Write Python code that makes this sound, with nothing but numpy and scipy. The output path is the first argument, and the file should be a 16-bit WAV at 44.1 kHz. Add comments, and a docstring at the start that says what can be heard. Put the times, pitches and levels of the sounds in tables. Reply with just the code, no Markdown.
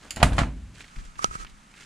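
"""A wheeled bin's lid slams shut

The heavy plastic lid of a big bin swings shut under trees: its hinge ticks, the lid slams onto the rim,
the hollow body booms, and the lid bounces and rattles to rest. Then clothes and dry leaves rustle, and
a hand rubs and knocks on the microphone's housing while turning it round. Behind it all lies a faint
outdoor hiss, a little louder just before the slam."""
import sys
import numpy as np
from scipy import signal
from scipy.fft import rfft, irfft
from scipy.io import wavfile
from scipy.ndimage import uniform_filter1d

SR = 44100
rng = np.random.default_rng(int(sys.argv[2]) if len(sys.argv) > 2 else 0)


def unload_audio(sound):
    """Save the sound as a 16-bit wav file, at the path given as the first command line argument."""
    columns = np.transpose(np.atleast_2d(sound))
    # keep every value between -1 and 1, then stretch to whole-number steps
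    steps = np.round(np.clip(columns, -1, 1) * 32767)
    wavfile.write(sys.argv[1], SR, steps.astype(np.int16))


N = 81585
TIME = np.arange(N) / SR
TREBLE_LIMIT_HZ = 16500
PORT_GAINS = np.array([[-0.67], [1]])  # the microphone's left opening swings against the right one


def lid():
    """Each blow on the rim cracks, claps the lid's panel, leaves a clatter and thumps the hollow body."""
    # the lid hits the rim and bounces:
    # (time [s], clatter [dB], crack [dB], clap [dB], thud [dB], treble cutoff [Hz])
    blows = [(0.1689, -35.5, -32, -22, -23, 6090), (.201, -32, -67, -43, -37, 4630),
             (0.2177, -40, -34, -11, -19, 1010), (0.2287, -22, -5.5, 5, -0.5, 12000),
             (0.2435, -27, -23, -41, -6, 3600), (0.32, -36.5, -34.5, -36, -11.5, 4000),
             (0.331, -39, -33.5, -45, -39, 12100), (.366, -38.5, -51, -42, -16, 12000),
             (0.3819, -28, -16.5, -8.5, -32, 5250), (0.3886, -27.5, -14.5, -36, -11.5, 7560),
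             (0.399, -30.5, -29, -14, -26, 3980), (0.4077, -47, -21.5, -43, -25, 3140),
             (0.4156, -47, -22, -44, -7.5, 1800), (0.4334, -60, -27, -36, -36, 3000)]
    # tones of the lid's flat panel: (pitch [Hz], level [dB], time to fade by 60 dB [s])
    panel_tones = [(704, -10.5, 0.034), (800, -12.5, 0.022), (872, -17, .016), (1227.5, -26, 0.086),
                   (1670, -22.5, 0.035), (1909, -19, .032), (2464, -22, 0.047), (2900, -24.5, .04),
                   (3155, -28.5, 0.052), (4220, -31.5, .035)]
    # tones of the body and the air in it: (pitch [Hz], level [dB], time to fade by 60 dB [s])
    body_tones = [(52.7, -17, 0.76), (62.9, -18.5, 0.37), (87.3, -20, 0.27), (107, -28.5, 0.14),
                  (122.2, -20.5, 0.2), (140, -11.5, 0.056), (154.8, -23.5, .13), (191.6, -23.5, 0.28),
                  (213.4, -23, 0.15), (245, -31, 0.34), (277, -32.5, .25)]
    # tone colour of the short crack of contact: (frequency [Hz], relative level [dB])
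    crack_colour = [(100, -26), (450, -16.5), (750, -1), (1200, 3.5), (1900, 0), (3000, -9), (4800, -13),
                    (6000, -21.5), (7300, -9.5), (8400, -34), (10000, -13), (12000, -31), (16000, -42)]
    # how alike the crack is on the left and right: (frequency [Hz], likeness [0 to 1])
    crack_likeness = [(300, .998), (700, 0.36), (2000, 0.3), (4500, 0.2), (8000, 0.46)]
    bass_cut = signal.butter(2, 520, "high", fs=SR, output="sos")  # the panel gives off little bass
    hits, thuds = 0, 0
    for start, clatter_db, crack_db, clap_db, thud_db, cutoff_hz in blows:
        crack = from_db(crack_db) * noise(crack_colour, crack_likeness) * decay(start, fade_s=0.036)
        clap = signal.sosfilt(bass_cut, ring(click(start, clap_db), panel_tones))
        blow = from_db(clatter_db) * clatter(start) + crack + clap
        hits += soften(blow, cutoff_hz)
        thuds += click(start, thud_db)
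    boom = soften(ring(thuds, body_tones), cutoff_hz=378)
    return hits * pan(-1.6) + boom


def clatter(start):
    """Struck plastic rings with countless close tones; each octave dies away at its own rate."""
    # tone colour of the ringing plastic: (frequency [Hz], relative level [dB])
    colour = [(60, -29.5), (130, 3), (270, 5.5), (340, -4), (430, -6), (620, 4), (1200, -5), (2000, -7.5),
              (3200, -9), (5500, -15.5), (7300, -11.5), (10000, -14.5), (12000, -27), (16000, -44)]
    # how long the plastic rings: (frequency [Hz], time to fade by 60 dB [s])
    fade_times = [(60, .7), (250, 0.597), (500, 0.26), (1500, .29), (4000, 0.22), (6000, 0.16),
                  (10000, .26)]
    spectrum = rfft(noise(colour))
    hz = np.arange(N // 2 + 1) * SR / N
    octaves_hz = np.geomspace(60, 15360, 9)
    out = 0
    for centre_hz, only_this_octave in zip(octaves_hz, np.eye(len(octaves_hz))):
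        band_gain = at_hz(np.c_[octaves_hz, only_this_octave], hz)
        band = irfft(spectrum * band_gain, N)
        out += band * decay(start, at_hz(fade_times, centre_hz))
    return out


def bin_rumble():
    """The bin rumbles, swelling with the air that the lid pushes out."""
    # rise and fall of the rumble: (time [s], level [dB])
    loudness = [(0, -62), (.12, -57), (.16, -44), (.2, -42), (.24, -31), (.4, -33), (.5, -39), (.62, -44),
                (.8, -51), (.95, -70)]
    # tone colour of the rumble: (frequency [Hz], relative level [dB])
    colour = [(18, -22), (32, 2), (54, -1.5), (80, 1), (130, -9.5), (260, -16), (400, -28.5)]
    return level(loudness) * noise(colour)


def hinge():
    """The pivots grind and give bright ticks with a short ring as the lid swings down."""
    # ticks of the hinge: (time [s], level [dB])
    ticks = [(0.1067, -28.5), (0.1607, -35.5)]
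    # tone colour of a tick: (frequency [Hz], relative level [dB])
    tick_colour = [(500, -16.5), (1200, -8), (2000, -0.5), (3000, 1), (3700, -8), (4700, 2), (5800, -13.5),
                   (7200, 8), (8300, -13), (9500, -0.5), (11000, -19.5), (13000, -14.5), (16000, -31)]
    # the pivots grind as the swing starts: (peak time [s], half length [s], level [dB])
    grinds = [(.042, 0.023, -49), (.12, 0.072, -55)]
    # tone colour of the grinding: (frequency [Hz], relative level [dB])
    grind_colour = [(100, -5), (220, 3), (400, -2), (900, -8), (1500, -9), (2500, -24.5), (5000, -32.5)]
    tick_gain = 0
    for start, db in ticks:
        tail = from_db(-9) * decay(start, fade_s=0.19)
        tick_gain += from_db(db) * (decay(start, fade_s=0.027) + tail)
    ticking = tick_gain * noise(tick_colour) * pan(-2.4)
    grinding = swells(grinds) * noise(grind_colour) * grain(depth_db=6.0)
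    return ticking + grinding


def housing_ring(push, pitch_ratio=1.0):
    """A push rocks the microphone's housing sideways, so it rings briefly with little bass."""
    # tones of the rocking housing: (pitch [Hz], level [dB], time to fade by 60 dB [s])
    tones = [(1289, 3.5, .033), (1153, -17, 0.0072), (1630, -23, 0.013)]
    tuned = [(hz * pitch_ratio, db, fade_s) for hz, db, fade_s in tones]
    bass_cut = signal.butter(1, 594, "high", fs=SR, output="sos")
    return signal.sosfilt(bass_cut, ring(push, tuned))


def finger_knocks():
    """Each knock on the housing gives a sharp snap, a short ring and a low bump."""
    # fingers strike the housing:
    # (time [s], ring [dB], snap [dB], bump [dB], treble cutoff [Hz], ring pitch [ratio])
    knocks = [(1.1922, -20.5, -46, -75, 3450, .91), (1.2437, -9.5, -10, -24.5, 11900, 1.0),
              (1.3112, -26.5, -30, -41, 1510, 1.0), (1.354, -21.5, -35, -31.5, 1970, 1.0),
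              (1.448, -37, -37, -68, 8000, 1.0)]
    # tones of the low bump: (pitch [Hz], level [dB], time to fade by 60 dB [s])
    bump_tones = [(101, -7, 0.041), (179, -2.5, .03), (345, -7.5, 0.017)]
    # tone colour of the snap: (frequency [Hz], relative level [dB])
    snap_colour = [(300, 2.5), (1000, 2), (2000, -7), (3000, -1.5), (4000, -6.5), (5500, -0.5), (7500, -7),
                   (10000, -8), (12000, -17), (16000, -24)]
    out = 0
    for start, ring_db, snap_db, bump_db, cutoff_hz, pitch_ratio in knocks:
        rocking = PORT_GAINS * housing_ring(click(start, ring_db), pitch_ratio)
        snap_gain = from_db(snap_db) * decay(start, fade_s=0.0036, rise_s=0.0001)
        snap = snap_gain * noise(snap_colour, likeness=[(100, 0.078), (10000, 0.041)]) * pan(-8)
        bump = ring(click(start, bump_db), bump_tones)
        out += soften(snap + rocking + bump, cutoff_hz)
    return out


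def finger_rub():
    """Sliding fingers hiss on the housing and keep it ringing."""
    # rise and fall of the rubbing: (time [s], level [dB])
    loudness = [(.75, -93.5), (.95, -58), (1.08, -60.5), (1.17, -68.5), (1.19, -45.5), (1.208, -53.5),
                (1.228, -39.5), (1.242, -42), (1.262, -46.5), (1.29, -55.5), (1.32, -50), (1.355, -43.5),
                (1.378, -55), (1.405, -48), (1.435, -49.5), (1.455, -73), (1.55, -67.5), (1.85, -70)]
    # tone colour of the hiss: (frequency [Hz], relative level [dB])
    colour = [(60, -1), (200, 0), (400, 4), (700, -15), (1600, 0.5), (2350, 3), (3300, -4), (5000, -2),
              (7000, 0), (10000, -9.5), (12000, -21.5), (16000, -35.5)]
    # how alike the hiss is on the left and right: (frequency [Hz], likeness [0 to 1])
    likeness = [(100, .1), (5000, 0.17), (8000, .55)]
    ringing = from_db(7) * unit_level(housing_ring(rng.standard_normal(N)))
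    hiss = noise(colour, likeness) * grain(depth_db=1.0) * pan(-4.2)
    return level(loudness) * (hiss + PORT_GAINS * ringing)


def hand_jolts():
    """The moving hand jolts the microphone, making deep, soft thumps."""
    # jolts of the hand: (time [s], level [dB])
    jolts = [(0.964, -31), (1.05, -53.5), (1.159, -42.5), (1.269, -33.5), (1.383, -40), (1.512, -47.5)]
    # tone colour of a jolt: (frequency [Hz], relative level [dB])
    colour = [(15, 3), (32, 9.5), (55, -1), (90, -12), (210, -15), (400, -36), (800, -63)]
    # how alike a jolt is on the left and right: (frequency [Hz], likeness [0 to 1])
    likeness = [(30, 0.52), (200, 0.11)]
    gain = sum(from_db(db) * decay(start, fade_s=0.42, rise_s=0.01) for start, db in jolts)
    return gain * noise(colour, likeness)


def hiss_and_rustle():
    """A faint hiss rises just before the slam; after it, clothes and dry leaves rustle and twigs snap."""
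    # the first two rows are background hiss, the rest are clothes and leaves:
    # (peak time [s], half length [s], level [dB])
    rises = [(.042, 0.032, -54), (.09, 0.017, -56.5), (.752, 0.008, -51.5), (.782, .012, -51.5),
             (.81, 0.013, -47.5), (.86, .06, -57), (.997, 0.011, -51), (1.055, 0.013, -55.5),
             (1.41, 0.017, -48.5), (1.5, 0.0088, -55), (1.63, 0.007, -66), (1.715, 0.005, -55),
             (1.78, 0.022, -53), (1.822, 0.025, -49)]
    # tone colour of both hiss and rustle: (frequency [Hz], relative level [dB])
    colour = [(150, -45), (300, -1.5), (500, -5), (900, -12.5), (1500, 1.5), (2500, -1.5), (4000, -4),
              (5500, -7), (7300, -6), (10000, -16.5), (12000, -30), (16000, -45)]
    # small snaps of leaves and twigs: (time [s], level [dB])
    snaps = [(0.806, -42), (0.841, -44), (0.879, -45.5), (0.959, -44.5), (0.987, -46), (1.155, -45.5),
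             (1.447, -43), (1.466, -42.5), (1.74, -47.5), (1.770, -48), (1.829, -57)]
    # tone colour of a snapping twig: (frequency [Hz], relative level [dB])
    twig_colour = [(200, 3), (600, -16), (1400, 0), (2400, 4), (3600, -3.5), (6000, -14.5), (10000, -34),
                   (14000, -32)]
    snap_gain = sum(from_db(db) * decay(start, fade_s=0.052) for start, db in snaps)
    snapping = snap_gain * noise(twig_colour) * grain(depth_db=2.5)
    grainy_noise = swells(rises) * grain(depth_db=3.5) * noise(colour)
    return (grainy_noise + snapping) * pan(-2.5)


def outdoor_air():
    """A faint, steady hush lies behind everything."""
    # tone colour of the outdoor background: (frequency [Hz], relative level [dB])
    colour = [(15, 0), (30, 2.5), (60, -10), (90, -23), (140, -5.5), (230, -8), (450, -24.5), (800, -20.5),
              (1300, -19.5), (2500, -21.5), (5000, -28.5), (7300, -27.5), (10000, -33.5), (12000, -44),
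              (16000, -72)]
    return from_db(-54.5) * noise(colour)


def from_db(db):
    """Turn decibels into a gain, the number a signal is multiplied by."""
    return 10 ** (np.asarray(db) / 20)


def unit_level(x):
    """Scale a signal so that its average power is 1."""
    return x / np.sqrt(np.mean(x ** 2) + 1e-20)


def at_hz(points, hz):
    """Read between (frequency, value) points, with every octave equally wide."""
    frequencies, values = np.transpose(points)
    return np.interp(np.log(np.maximum(hz, 1)), np.log(frequencies), values)


def level(points):
    """A gain that follows (time [s], level [dB]) points."""
    return from_db(np.interp(TIME, *np.transpose(points)))


def pan(db):
    """Left and right gains that are db apart; below zero moves the sound to the right."""
    return from_db(np.array([[db], [-db]]) / 2)


def noise(colour, likeness=None):
    """Stereo noise of a given tone colour, falling away beyond both ends of the colour's table."""
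    # how alike left and right are for most sounds here: (frequency [Hz], likeness [0 to 1])
    usual_likeness = [(100, 0.97), (280, 1), (600, 0.57), (1500, 1), (4000, 0.81), (6000, .7), (9000, .88)]
    hz = np.arange(N // 2 + 1) * SR / N + 1e-9
    alike = np.clip(at_hz(usual_likeness if likeness is None else likeness, hz), -1, 1)
    shared, opposed = rfft(rng.standard_normal((2, N)))
    stereo = np.sqrt(1 + alike) * shared + np.sqrt(1 - alike) * opposed * [[1], [-1]]
    low_hz, high_hz = colour[0][0] / 2, 2 * colour[-1][0]
    edge_fade = 1 / (1 + (hz / high_hz) ** 4) / (1 + (low_hz / hz) ** 2)
    return unit_level(irfft(stereo * from_db(at_hz(colour, hz)) * edge_fade, N))


def decay(start, fade_s, rise_s=0.00066):
    """The gain of a hit: a quick rise, then a fall of 60 dB every fade_s seconds."""
    age = np.maximum(TIME - start, 0)
    return np.minimum(age / rise_s, 1) * from_db(-np.minimum(60 * age / fade_s, 200))


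def ring(push, tones):
    """A push sets fading tones ringing; a click of size 1 starts each at its listed level."""
    out = 0
    for hz, db, fade_s in tones:
        shrink = from_db(-60 / (fade_s * SR))  # per sample
        angle = 2 * np.pi * hz / SR
        feedback = [1, -2 * shrink * np.cos(angle), shrink * shrink]
        out += signal.lfilter([0, from_db(db) * np.sin(angle)], feedback, push + 1e-18)
    return out


def click(start, db):
    """A push that lasts one sample."""
    return from_db(db) * (np.arange(N) == int(start * SR))


def soften(x, cutoff_hz):
    """A softer contact loses its treble."""
    treble_cut = signal.butter(2, min(cutoff_hz, TREBLE_LIMIT_HZ), fs=SR, output="sos")
    return signal.sosfilt(treble_cut, x + 1e-18)


def swells(rows):
    """A gain made of bell-shaped swells whose powers add up."""
    power = sum(from_db(2 * db) * np.exp(-((TIME - peak) / half) ** 2) for peak, half, db in rows)
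    return np.sqrt(power)


def grain(depth_db, slip_s=0.0012):
    """The fast, uneven gain of many tiny slips."""
    flicker = uniform_filter1d(rng.standard_normal(N), int(slip_s * SR))
    return unit_level(from_db(depth_db * unit_level(flicker)))


def scene():
    """The bin, the hand on the microphone and the surroundings, added together in stereo."""
    closing_bin = lid() + bin_rumble() + hinge()
    handling = finger_knocks() + finger_rub() + hand_jolts()
    return closing_bin + handling + hiss_and_rustle() + outdoor_air()


def record(dry):
    """Round off the loudest peaks, then cut the deepest bass and the highest treble."""
    rounded = dry / (1 + dry ** 6) ** (1 / 6)
    bass_cut = signal.butter(1, 14, "high", fs=SR, output="sos")
    treble_cut = signal.cheby2(12, 70, TREBLE_LIMIT_HZ, fs=SR, output="sos")
    return signal.sosfilt(treble_cut, signal.sosfilt(bass_cut, rounded))


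dry = scene()
out = record(dry)
unload_audio(out)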